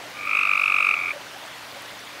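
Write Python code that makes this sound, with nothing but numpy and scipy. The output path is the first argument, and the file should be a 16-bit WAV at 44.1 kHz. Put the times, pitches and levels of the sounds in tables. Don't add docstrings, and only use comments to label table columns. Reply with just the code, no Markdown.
import sys
import numpy as np
from scipy import signal
from scipy.fft import rfft, irfft
from scipy.io import wavfile
from scipy.ndimage import uniform_filter1d, map_coordinates

SR = 44100
rng = np.random.default_rng(int(sys.argv[2]) if len(sys.argv) > 2 else 0)


def wav_out(sig):
    wavfile.write(sys.argv[1], SR, np.round(np.clip(np.atleast_2d(sig).T, -1, 1) * 32767).astype(np.int16))


def amplitude_ratio(level_db):
    exponent = np.asarray(level_db, float) / 20
    return 10 ** exponent


N = 97020


def unit(x):
    return x / np.sqrt(np.mean(x ** 2) + 1e-20)


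def wobble(rate):
    knots = rng.standard_normal(int(N * rate / SR) + 4)
    return map_coordinates(knots, [np.arange(N) * rate / SR])


def laid(start_s, rows):
    at = np.round(start_s * SR).astype(int)[:, None] + np.arange(rows.shape[1])
    return np.bincount(at.ravel(), rows.ravel(), N + SR)[:N]


# frequency in Hz, spectral level in dB.
RUSH_SPECTRUM = [(25, -21), (75, -8.5), (400, -4.5), (580, 0), (1650, 0.5), (3600, -4), (8000, -16),
                 (15800, -22.5)]


def rush():
    patchy_db, level_db, swell_db = 1.5, -39.5, 0.08
    _, _, z = signal.stft(rng.standard_normal(N + 512), SR, nperseg=512)
    field = uniform_filter1d(rng.standard_normal(z.shape), size=5, axis=0)
    field = uniform_filter1d(field, size=8, axis=1)
    patchy = signal.istft(z * amplitude_ratio(patchy_db * unit(field)), nperseg=512)[1][:N]
    f, tone_db = np.transpose(RUSH_SPECTRUM)
    log_hz = np.log(np.fft.rfftfreq(N, 1 / SR) + 1)
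    shaped = irfft(rfft(patchy) * amplitude_ratio(np.interp(log_hz, np.log(f + 1), tone_db)), N)
    return amplitude_ratio(level_db + swell_db * (wobble(2.4) + wobble(11.7))) * unit(shaped)


def bubbles(s, db, hz, cycles):
    turns = np.arange(SR // 25) / SR * hz[:, None]
    life = turns / np.reshape(cycles, (-1, 1))
    swell = 2.43 * 3 * life * np.exp(-3 * life)
    ring = np.sin(2 * np.pi * turns * (1 + 0.034 * life))
    return laid(s, amplitude_ratio(db)[:, None] * swell * ring)


def swarm(hz, spread, db, tail_db, cycles, count):
    luck = rng.random((count, 4))
    normal = np.sqrt(-2 * np.log(luck[:, 1])) * np.cos(2 * np.pi * luck[:, 2])
    pitch = np.clip(hz * np.exp(spread * normal), 540, SR / 3)
    level_db = db + tail_db * np.minimum(-np.log(luck[:, 3]), 3)
    return bubbles(luck[:, 0] * N / SR, level_db, pitch, cycles)


# start in seconds, peak level in dB, pitch in Hz, ring in cycles.
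SINGLE_DROPS = [(.037, -33.5, 694, 4.1), (1.131, -34, 552, 9.5), (1.1325, -32, 1490, 3.5),
                (1.134, -36, 2700, 6), (1.158, -31, 550, 11), (1.266, -34.5, 1410, 7.5),
                (1.345, -35, 1624, 13), (1.357, -38, 757, 12), (1.48, -31, 1480, 6.8),
                (1.762, -37, 539, 15), (1.765, -34, 750, 5.8), (2.072, -34, 3190, 12),
                (1.715, -32.5, 4020, 6.4), (1.462, -34, 7550, 7.5), (1.821, -31, 10000, 3),
                (1.859, -35, 5300, 6), (1.992, -32.5, 5460, 7.7), (2.003, -38, 9100, 9),
                (0.6145, -34, 14700, 12), (.6147, -42, 11800, 9), (.676, -43, 14600, 12),
                (.6335, -43, 14600, 12), (.634, -33, 6530, 2.7), (.6515, -38, 10500, 5),
                (.663, -42, 12500, 5), (.04, -47, 578, 18), (.2595, -40, 14400, 12), (.30, -42, 12500, 10),
                (1.8845, -40, 11600, 6), (1.7248, -41, 14300, 16), (1.9573, -45, 13800, 12),
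                (2.0745, -43, 13700, 9), (2.19, -43, 13500, 8), (1.823, -38, 12500, 6),
                (.9265, -43, 10000, 8), (.553, -37, 6000, 8), (2.052, -39, 8500, 12)]


def water():
    round_bubbles = swarm(1200, spread=.55, db=-51, tail_db=2.2, cycles=10, count=400)
    fizz = swarm(5500, spread=.45, db=-49, tail_db=2.6, cycles=6, count=300)
    spit = swarm(11500, spread=.25, db=-54, tail_db=3.8, cycles=9, count=120)
    return rush() + bubbles(*np.transpose(SINGLE_DROPS)) + round_bubbles + fizz + spit


# frequency in Hz, level in dB rms.
HUM_TONES = [(120.3, -62), (292.6, -59), (358, -73), (422.6, -67), (219, -67)]


def hum():
    t = np.arange(N) / SR
    return sum(amplitude_ratio(db + 3 + 0.81 * wobble(7.9)) * np.sin(2 * np.pi * hz * t + .6 * wobble(8))
               for hz, db in HUM_TONES)


def train(knots, every):
    s, db = np.transpose(knots)
    index = np.arange(len(s))
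    place = np.arange((len(s) - 1) * every + 1) / every
    return np.interp(place, index, s), np.interp(place, index, db)


def pulses(s, db, hz, glide, rise_s, fall_s, parts, air_db=-120, low_db=0):
    jitter_s, scatter_db, detune = .00025, .6, .007
    fullness = 1.05
    luck = rng.standard_normal((len(s), 7))
    t = np.arange(-SR // 50, SR // 50) / SR
    rises_s = rise_s * amplitude_ratio(0.35 * luck[:, 3:4])

    def shape(u):
        place = np.clip(np.where(u < 0, u / rises_s, u / fall_s), -1, 1)
        return np.abs(np.cos(np.pi / 2 * place)) ** fullness

    waver = uniform_filter1d(rng.standard_normal((len(s), len(t))), size=60, axis=1)
    waver = .1 * unit(waver)
    off_pitch = detune * luck[:, :1]
    phase = 2 * np.pi * hz * (1 + off_pitch) * (t + glide * t * t / 2) + 9 * luck[:, 4:5] + waver / 2
    tone = 0
    for k, part_db, lag_s in parts:
        level_db = part_db + 0.5 * luck[:, 5:6] * (k != 2) + np.reshape(low_db, (-1, 1)) * (k == 1)
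        tone = tone + amplitude_ratio(level_db) * np.sin(k * phase) * shape(t - lag_s) ** (1 + (k > 2))

    whistle_phase = 2 * np.pi * 8520 * t * (1 + 2 * t + off_pitch / 2) + 4 * waver
    whistle = amplitude_ratio(-34 + luck[:, 6:]) * np.sin(whistle_phase) * shape((t + .001) / 1.3) ** 2
    hiss = uniform_filter1d(rng.standard_normal(tone.shape), size=5, axis=1)
    breath = amplitude_ratio(-24.5) * shape(t) * hiss
    air = amplitude_ratio(np.reshape(air_db, (-1, 1))) * (whistle + breath)
    level = amplitude_ratio(db + scatter_db * luck[:, 2])[:, None]
    return laid(s + t[0] + jitter_s * luck[:, 1], level * (tone + air))


def echoes(x, wet_db):
    t = np.arange(SR // 8) / SR
    tail = rng.standard_normal(len(t)) * amplitude_ratio(-60 * t / .035)
    return x + amplitude_ratio(wet_db) * signal.fftconvolve(x, tail / np.linalg.norm(tail))[:N]


# time in seconds, peak level in dB.
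FAR_CALL = [
    (.071, -58),
    (.193, -27.5),
    (.3165, -19),
    (.443, -20),
    (.572, -21),
    (.704, -20.5),
    (.836, -20),
    (.9702, -20),
    (1.107, -19.5),
]
# multiple of the pitch, level in dB, lag in seconds.
FAR_HARMONICS = [(1, -16, .001), (2, 0, 0), (3, -32, 0)]
# time in seconds, level in dB.
SECOND_PULSE_LEVEL = [(.3, -3.5), (.4, -1)]


def far_frog():
    s, db = train(FAR_CALL, every=6)
    s[-1] += .0018
    fall_s = .0032
    first = pulses(s, db, 1198, glide=24, rise_s=.0059, fall_s=fall_s, parts=FAR_HARMONICS)
    second_db = db + np.interp(s, *np.transpose(SECOND_PULSE_LEVEL))
    second = pulses(s + .0089, second_db, 1176, glide=15, rise_s=.0052, fall_s=fall_s, parts=FAR_HARMONICS)
    gulp = pulses(s[:-1] + .0155, db[:-1] - 14, 1290, glide=0, rise_s=.003, fall_s=fall_s, parts=[(1, 0, 0)])
    return echoes(first + second + gulp, wet_db=-15)


# time in seconds, low mode level in dB, high mode level in dB.
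SAC_LEVELS = [
    (.135, -52, -62),
    (.15, -41, -54),
    (.22, -36, -49),
    (.35, -40, -45),
    (1.118, -38, -44),
    (1.135, -55, -58),
]


def throat_sac():
    drift_rad, flutter_db = .8, 2
    t = np.arange(N) / SR
    s, *levels = np.transpose(SAC_LEVELS)
    ringing = 0
    for hz, db in zip((1207, 1400), levels):
        level_db = np.interp(t, s, db, left=-120, right=-120) + flutter_db * wobble(170)
        ringing = ringing + amplitude_ratio(level_db) * np.sin(2 * np.pi * hz * t + drift_rad * wobble(70))
    return ringing


# time in seconds, peak level in dB.
NEAR_CALL = [
    (.2748, -22.5),
    (.3526, -12.5),
    (.4338, -12.5),
    (.5151, -12.5),
    (.5988, -14),
    (.6814, -12),
    (.7654, -12.5),
    (.8494, -12),
    (.9348, -13),
]
# multiple of the pitch, level in dB, lag in seconds.
NEAR_HARMONICS = [(1, -8, .0006), (2, 0, 0), (3, -26, .0003), (4, -36, 0)]


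def near_frog():
    s, db = train(NEAR_CALL, every=4)
    s[-1] += .007
    effort_db = db + 12.5
    call = pulses(s, db, 1268, glide=25, rise_s=.0055, fall_s=.0029, parts=NEAR_HARMONICS,
                  air_db=.7 * effort_db, low_db=-.55 * effort_db)
    return echoes(call, wet_db=-19)


def scene():
    return (water() + hum() + far_frog() + throat_sac() + near_frog())[None]


def low_pass(x):
    return signal.sosfilt(signal.butter(12, 16230, fs=SR, output="sos"), x)


def record(dry):
    hz = np.fft.rfftfreq(N, 1 / SR)
    response = (hz < 15740) * hz ** 2 / (hz ** 2 + 45 ** 2)
    mix = irfft(rfft(dry) * response, N)
    return low_pass(mix)


dry = scene()
out = record(dry)
wav_out(out)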